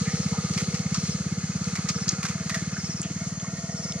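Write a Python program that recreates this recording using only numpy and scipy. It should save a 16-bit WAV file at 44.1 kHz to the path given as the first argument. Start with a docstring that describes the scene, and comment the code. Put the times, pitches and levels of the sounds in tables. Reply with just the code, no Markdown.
"""A peacock holds up its fanned train in a meadow; its feathers rustle and now and then swish or snap.
Far off something thuds about 17 times a second, most likely a single-cylinder engine,
speeding up a little as it fades. Insects hiss and trill in the grass over a faint low rumble,
and a small bird repeats soft falling notes. Two spaced microphones listen."""
import sys
import numpy as np
from scipy import signal
from scipy.fft import rfft, irfft
from scipy.io import wavfile

SR = 44100
rng = np.random.default_rng(int(sys.argv[2]) if len(sys.argv) > 2 else 0)


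def wav_record(signal):
    """Record a signal, one row per channel, as 16-bit PCM in the file named by sys.argv[1]."""
    frames = np.transpose(np.atleast_2d(signal))
    bounded = np.clip(frames, -1, 1)
    # unit amplitude maps onto the largest positive 16-bit level
    quanta = np.round(bounded * 32767).astype(np.int16)
    wavfile.write(sys.argv[1], SR, quanta)


N = 176400
T = np.arange(N) / SR  # time of each sample [s]
FREQS = np.arange(N // 2 + 1) * SR / N  # frequency of each point in a spectrum [Hz]


def from_db(db):
    """Turn decibels into a number to multiply by."""
    return 10 ** (np.asarray(db) / 20)


def unit_power(x):
    """Scale a sound so that its average power is 1."""
    return x / np.sqrt(np.mean(x ** 2) + 1e-20)


def over_time(rows):
    """Join a table's timed rows with straight lines: one curve for each value column."""
    times, *columns = np.transpose(rows)
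    return [np.interp(T, times, column) for column in columns]


def over_frequency(rows):
    """Join (frequency, value) rows with straight lines on a log-frequency axis."""
    hz, value = np.transpose(rows)
    return np.interp(np.log(FREQS + 1), np.log(hz), value)


def drift(rate_hz):
    """A smooth random wobble of about size 1; a higher rate wobbles faster."""
    step, warm_up = 40, 2000
    pole = np.exp(-2 * np.pi * rate_hz * step / SR)
    white = rng.standard_normal(N // step + warm_up + 2)
    slow = signal.lfilter([1], [1, -2 * pole, pole * pole], white)[warm_up:]
    return np.interp(np.arange(N) / step, np.arange(len(slow)), unit_power(slow))


def keep_band(x, hz, kind, order):
    """Let only the lows, the highs or one band through."""
    return signal.sosfilt(signal.butter(order, hz, kind, fs=SR, output="sos"), x + 1e-18)


def ring(x, hz, *widths_hz):
    """Make a sound ring at one pitch, once for each width; narrower rings longer."""
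    for width in widths_hz:
        x = signal.lfilter(*signal.iirpeak(hz, hz / width, SR), x + 1e-18)
    return x


def stroke(start, attack, decay):
    """A loudness curve that rises quickly, then dies away."""
    age = T - start
    return np.clip(age / attack, 0, 1) * np.exp(-np.clip((age - attack) / decay, 0, 30))


def colour(source, spectrum):
    """Turn two unrelated signals into a partly alike left and right with this spectrum."""
    # how alike the two microphones sound: (frequency [Hz], likeness [0-1])
    likeness = [(100, .99), (500, .98), (1300, .95), (2400, .76), (4500, .6), (7000, .62), (12000, .55)]
    alike = over_frequency(likeness)
    high_fade = 1 / (1 + (FREQS / spectrum[-1][0] / 2) ** 4)
    low_fade = 1 / (1 + (spectrum[0][0] / 2 / (FREQS + 1)) ** 4)
    mid, side = rfft(source) * from_db(over_frequency(spectrum)) * high_fade * low_fade
    pair = np.sqrt(1 + alike) * mid + np.sqrt(1 - alike) * side * [[1], [-1]]
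    return unit_power(irfft(pair, N))


def noise(spectrum):
    """Smooth stereo noise with this spectrum."""
    return colour(rng.standard_normal((2, N)), spectrum)


def spread(mid, side, side_db):
    """A sound that arrives by many paths differs a little between the microphones."""
    return mid + from_db(side_db) * side * np.array([[1], [-1]])


def leaf_echo(x, fade_s):
    """Leaves and trunks give back a blurred echo that falls 60 dB in fade_s."""
    tail = unit_power(rng.standard_normal(N) * from_db(-60 * T / fade_s)) / np.sqrt(N)
    return signal.fftconvolve(x, tail)[:N]


def left_late(pair, lag_s):
    """A sound from the right of centre reaches the left microphone later."""
    left, right = np.broadcast_to(pair, (2, N))
    delay = np.exp(-2j * np.pi * FREQS * lag_s)
    return np.array([irfft(rfft(left) * delay, N), right])


def feather_rustle():
    """Vanes, the soft flat parts of feathers, rub in a hiss dotted with tiny ticks."""
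    # tone of the rustle: (frequency [Hz], relative level [dB])
    spectrum = [(2500, -8.5), (3900, -6), (4200, 2.5), (5200, -3.5), (6300, 3), (7200, -3.5), (8200, -7.5),
                (10000, -15.5), (12000, -29.5), (15000, -92)]
    # how much the train stirs: (time [s], level [dB])
    stir = [(0, -38), (.13, -38), (.38, -40), (.6, -37.5), (.85, -44), (1.06, -35.5), (1.3, -46.5),
            (1.55, -44.5), (1.78, -42), (2, -41), (2.13, -48.5), (2.42, -43.5), (2.6, -42.5), (2.75, -48),
            (3.3, -61), (4, -76)]
    ticks_per_s, tick_gain = 260, 0.28
    ticks = rng.standard_normal((2, N)) * (rng.random(N) < ticks_per_s / SR)
    level = from_db(over_time(stir)[0] + 0.86 * drift(5.7))
    return level * (noise(spectrum) + tick_gain * colour(ticks, spectrum))


def feather_shafts():
    """Stiff shafts tap each other at random and ring; now and then one rubs harder."""
    # pitches the shafts ring at: (pitch [Hz], width [Hz], relative level [dB])
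    pitches = [(824, 140, -19), (1250, 72, 3), (1393, 61, -0.5), (1534, 200, 1), (1725, 40, 0.5),
               (1970, 30, -3), (2112, 100, 2.5), (2523, 31, -1)]
    # loudness of the rattling: (time [s], level [dB])
    rattle_level = [(0, -50), (1.4, -48), (2.2, -45.5), (2.8, -48), (4, -60)]
    # harder rubs: (time [s], attack [s], decay [s], pitch [Hz], width [Hz], level [dB])
    rubs = [(0.048, 0.013, 0.096, 1960, 410, -37.5), (0.309, 0.02, 0.072, 870, 300, -43.5),
            (.562, 0.022, 0.01, 2210, 220, -33.5), (0.944, 0.0054, 0.01, 1300, 222, -31.5),
            (1.753, .002, 0.015, 2130, 298, -34), (1.769, .0016, 0.023, 1250, 400, -39.5),
            (2.246, 0.0058, 0.016, 1460, 700, -34), (2.4965, 0.0065, 0.02, 1890, 170, -30),
            (2.541, 0.0018, 0.028, 1830, 260, -31), (2.756, 0.011, 0.024, 1530, 300, -38),
            (3.027, 0.0031, 0.044, 2960, 900, -41), (3.444, 0.0037, .011, 1125, 220, -39.5)]
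    taps_per_s = 260
    taps = rng.random(N) < taps_per_s / SR
    rattle = 0
    for hz, width, db in pitches:
        tone = ring(taps * rng.standard_normal(N), hz, width, hz / 2)
        rattle += from_db(db) * unit_power(tone)
    out = from_db(over_time(rattle_level)[0]) * unit_power(rattle)
    for start, attack, decay, hz, width, db in rubs:
        tone = ring(rng.standard_normal(N), hz, width, 2 * width)
        out += from_db(db) * stroke(start, attack, decay) * unit_power(tone)
    return out


def insects():
    """Insects hiss steadily, with a narrow trill and one thin whine standing out."""
    # tone of the hiss: (frequency [Hz], relative level [dB])
    spectrum = [(3000, -9), (3900, -8), (4300, 1), (5200, -0.5), (6000, 5.5), (6600, 5.5), (7200, 4),
                (8000, -9), (9200, -8.5), (10500, -14.5), (12000, -39.5)]
    # loudness of one insect's whine: (time [s], level [dB])
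    whine_level = [(2.6, -53), (3.05, -46), (3.25, -50), (3.41, -37), (3.5, -48)]
    pitch_hz = 6530
    trill_shape = [(-320, -60), (-80, -4), (0, 0), (80, -4), (320, -60)]  # (offset [Hz], level [dB])
    trill = from_db(-49.5) * noise([(pitch_hz + offset, db) for offset, db in trill_shape])
    whine = np.sin(2 * np.pi * np.cumsum(pitch_hz + 40 * drift(40)) / SR)
    whine *= from_db(over_time(whine_level)[0] + 2 * drift(22))
    hiss = from_db(-40 + drift(7)) * noise(spectrum)
    return hiss + trill + whine


def low_rumble():
    """A faint, steady rumble lies under everything."""
    # tone of the rumble: (frequency [Hz], relative level [dB])
    spectrum = [(20, -25), (45, -7), (100, 8), (200, 10), (350, -11), (600, -42)]
    return from_db(-47.5) * noise(spectrum)


def engine_clatter(cycles):
    """A far ringing clatter throbs with the firings and changes tone as the engine fades."""
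    # loudness of its two tone colours: (time [s], early level [dB], late level [dB])
    colour_levels = [(0, -45.5, -74), (.6, -45, -53), (1.4, -51, -58), (2.2, -46.5, -72),
                     (2.45, -55.5, -44), (2.8, -52, -52), (3.2, -61, -47), (4, -72, -42)]
    # pitches it rings at: (pitch [Hz], gain in early colour [dB], gain in late colour [dB])
    pitches = [(388, -1.5, -23), (477.8, 7, 1), (550, -4.5, -10), (668, -2.5, 4.5), (783, -1, -34),
               (1250, 5.5, -9), (1391, -2, -1.5), (1872, -13, -0.5), (2155, 2, -1.5), (2630, -7, -27)]
    # broad noise under the ringing: (frequency [Hz], relative level [dB])
    wash = [(300, 1), (500, -7.5), (900, -7.5), (1300, -2), (2100, -25), (3100, -9.5), (5000, -49)]
    width_hz, waver_db, throb_depth = 45, 2.5, 0.16
    early, late = from_db(over_time(colour_levels))
    ringing = 0
    for hz, early_db, late_db in pitches:
        shaking = spread(*rng.standard_normal((2, N)), side_db=-15.5)
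        tone = unit_power(ring(shaking, hz, width_hz, hz / 5))
        level = np.hypot(early * from_db(early_db), late * from_db(late_db))
        ringing += tone * level * from_db(waver_db * drift(10.5))
    clatter = ringing / np.sqrt(len(pitches)) + from_db(-51) * noise(wash)
    return clatter * (1 + throb_depth * np.cos(2 * np.pi * (cycles - .13)))


def engine_exhaust(cycles):
    """Each firing draws a little air, then puffs through muffler and pipe; some knock harder."""
    # strength of the puffs: (time [s], level [dB])
    puff_level = [(0, -14.5), (.8, -16.5), (1.8, -18.5), (2.5, -20.5), (4, -22.5)]
    # firings that knock hard: (rough time [s], level [dB])
    hard_knocks = [(.205, -30), (.45, -29), (.51, -28.5), (.63, -27.5), (1.265, -28.5), (1.325, -27),
                   (1.615, -31.5), (1.79, -29.5), (2.135, -26.5), (2.625, -27.5), (2.9, -31), (3.005, -28),
                   (3.06, -29), (3.11, -27), (3.535, -32.5)]
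    jitter_s, puff_spread_db, knock_spread_db, inrush_lead_s = .0003, .8, 4, .007
    pipe_hz, pipe_width_hz, knock_hz, knock_width_hz = 168, 72, 304, 177
    firings = np.interp(np.arange(int(cycles[-1]) + 1), cycles, T)
    time_luck, puff_luck, knock_luck = rng.standard_normal((len(firings), 3)).T
    at = np.clip(((firings + jitter_s * time_luck) * SR).astype(int), 0, N - 1)
    puffs, knocks = np.zeros((2, N))
    puffs[at] = from_db(over_time(puff_level)[0][at] + puff_spread_db * puff_luck)
    knocks[at] = puffs[at] * from_db(-24 + knock_spread_db * np.minimum(knock_luck, 2))
    for when, db in hard_knocks:
        nearest = np.argmin(np.abs(firings - when))
        knocks[at[nearest]] = from_db(db)
    inrush = from_db(-15) * np.interp(T + inrush_lead_s, T, puffs)
    # Shape one thud and one knock from a click, then play them at every firing.
    click = 1. * (T == 0)
    muffled = keep_band(keep_band(click, 222, "low", order=6), 80, "high", order=6)
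    thud = ring(muffled, pipe_hz, pipe_width_hz)
    dull_click = keep_band(click, 0.933 * knock_hz, "low", order=4)
    knock = ring(dull_click, knock_hz, knock_width_hz, knock_width_hz)
    thudding = signal.fftconvolve(puffs - inrush, thud / np.abs(thud).max())[:N]
    knocking = signal.fftconvolve(knocks, knock / np.abs(knock).max())[:N]
    return thudding + knocking


def far_engine():
    """The engine thuds and clatters at one shared pace; the trees echo its exhaust."""
    # engine speed: (time [s], firing rate [1/s])
    speed = [(0.0, 16.253), (0.375, 16.25), (0.75, 17.442), (0.875, 15.868), (1.0, 18.05), (1.25, 17.23),
             (1.625, 16.905), (1.75, 17.397), (2.125, 17.651), (2.5, 18.844), (2.75, 18.315),
             (3.625, 19.113), (3.875, 18.417), (4.0, 20.282)]
    # echoes off the trees: (delay [s], gain [dB])
    tree_echoes = [(0.0117, -18.5), (0.026, -29)]
    first_firing_s = .0101
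    cycles = np.cumsum(over_time(speed)[0]) / SR  # goes up by 1 with each firing
    cycles -= np.interp(first_firing_s, T, cycles)
    direct = engine_exhaust(cycles)
    echoes = sum(from_db(db) * np.interp(T - delay, T, direct, left=0) for delay, db in tree_echoes)
    blur = spread(leaf_echo(direct, fade_s=.3), leaf_echo(direct, fade_s=.3), side_db=-0.5)
    return direct + echoes + from_db(-23.5) * blur + engine_clatter(cycles)


def small_bird():
    """A bird sings thin notes that slide downward and echo off the leaves."""
    # its notes: (time [s], level [dB])
    notes = [(.085, -41), (.145, -41), (.205, -39), (.972, -39), (1.033, -40), (1.093, -38), (1.935, -38),
             (1.998, -37), (2.715, -44), (2.77, -39), (2.828, -37), (2.889, -36), (2.952, -38),
             (3.695, -44), (3.754, -38), (3.818, -36.5), (3.876, -36.5)]
    note_s, start_hz, end_hz = .052, 5830, 5080
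    waver_hz = 85 * drift(142)
    song = np.zeros(N)
    for start, db in notes:
        progress = np.clip((T - start) / note_s, 0, 1)
        hz = start_hz + (end_hz - start_hz) * progress + waver_hz
        swell = from_db(db) * np.sqrt(2) * np.sin(np.pi * progress)
        song += swell * np.sin(2 * np.pi * np.cumsum(hz) / SR)
    return song + from_db(-6) * leaf_echo(song, fade_s=.18)


def feather_swishes():
    """Hard quills and soft vanes sound together in short, grainy swishes."""
    # swishes: (time [s], attack [s], decay [s], quill level [dB], vane level [dB])
    swishes = [(0.283, 0.0015, 0.0068, -34, -33), (0.534, 0.0042, 0.011, -38, -30.5),
               (0.576, 0.002, 0.014, -31, -29.5), (0.596, 0.0022, 0.016, -33.5, -42),
               (0.741, 0.0024, 0.039, -37, -32.5), (0.943, 0.0014, 0.018, -44, -24.5),
               (1.641, .002, 0.0064, -49, -33.5), (1.754, 0.00087, 0.02, -32, -31.5),
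               (1.885, 0.0055, 0.013, -30, -21), (2.079, 0.002, 0.032, -56, -26),
               (2.227, 0.0046, 0.0093, -27, -30), (2.25, .003, 0.015, -30.5, -32.5),
               (2.284, .002, 0.031, -35, -34), (2.494, .001, 0.017, -28, -37),
               (2.542, .003, 0.02, -29.5, -30.5)]
    # tone of the quills: (frequency [Hz], relative level [dB])
    quill_spectrum = [(500, 1), (900, 1), (1300, 14), (1550, -5), (1900, 12.5), (2300, 9), (3000, 2),
                      (7000, 8), (10000, -5), (14000, -19)]
    # tone of the vanes: (frequency [Hz], relative level [dB])
    vane_spectrum = [(2500, -5.5), (3800, -4.5), (4600, 5.5), (6500, 5.5), (7500, 0.5), (8500, -16),
                     (11000, -19), (15000, -82)]
    quill_level, vane_level = np.zeros((2, N))
    for start, attack, decay, quill_db, vane_db in swishes:
        swell = stroke(start, attack, decay)
        quill_level += from_db(quill_db) * swell
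        vane_level += from_db(vane_db) * swell
    grain = unit_power(from_db(3 * drift(330)))  # a fast flutter in loudness
    return grain * (quill_level * noise(quill_spectrum) + vane_level * noise(vane_spectrum))


def quill_snaps():
    """A quill slips and snaps in a short bright burst."""
    # snaps: (time [s], level [dB], low edge [Hz], high edge [Hz], decay [s])
    snaps = [(2.0905, -11, 4570, 6700, 0.0013), (2.093, -11, 4460, 6800, 0.0016),
             (2.12, -30, 4170, 7600, 0.0029), (3.016, -24, 6200, 8600, 0.0032),
             (3.029, -28.5, 5600, 7600, 0.0059), (3.399, -31.5, 2840, 5600, 0.0016),
             (3.9219, -24.5, 3050, 7100, 0.0019)]
    out = 0
    for start, db, low_hz, high_hz, decay in snaps:
        band_share = (high_hz - low_hz) / (SR / 2)  # share of the power that the filter keeps
        burst = rng.standard_normal(N) * stroke(start, .0002, decay) / np.sqrt(band_share)
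        out += from_db(db) * keep_band(burst, [low_hz, high_hz], "band", order=3)
    return out


def scene():
    """The whole meadow, left and right."""
    meadow = far_engine() + feather_rustle() + feather_swishes() + feather_shafts()
    meadow += insects() + small_bird() + low_rumble()
    return left_late(meadow, lag_s=.000058) + left_late(quill_snaps(), lag_s=.000035)


def record(dry):
    """The right microphone is stronger in the middle range; the highest treble is cut."""
    # how much louder right is than left: (frequency [Hz], gain [dB])
    right_over_left = [(700, 0), (1200, 4), (2200, 3), (3300, 0), (4500, -1.3), (8000, -.4)]
    cutoff_hz = 15700
    lean = from_db(over_frequency(right_over_left) / 2)
    pair = irfft(rfft(dry) * np.array([1 / lean, lean]), N)
    return signal.sosfilt(signal.cheby2(12, 70, cutoff_hz, fs=SR, output="sos"), pair)


dry = scene()
out = record(dry)
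wav_record(out)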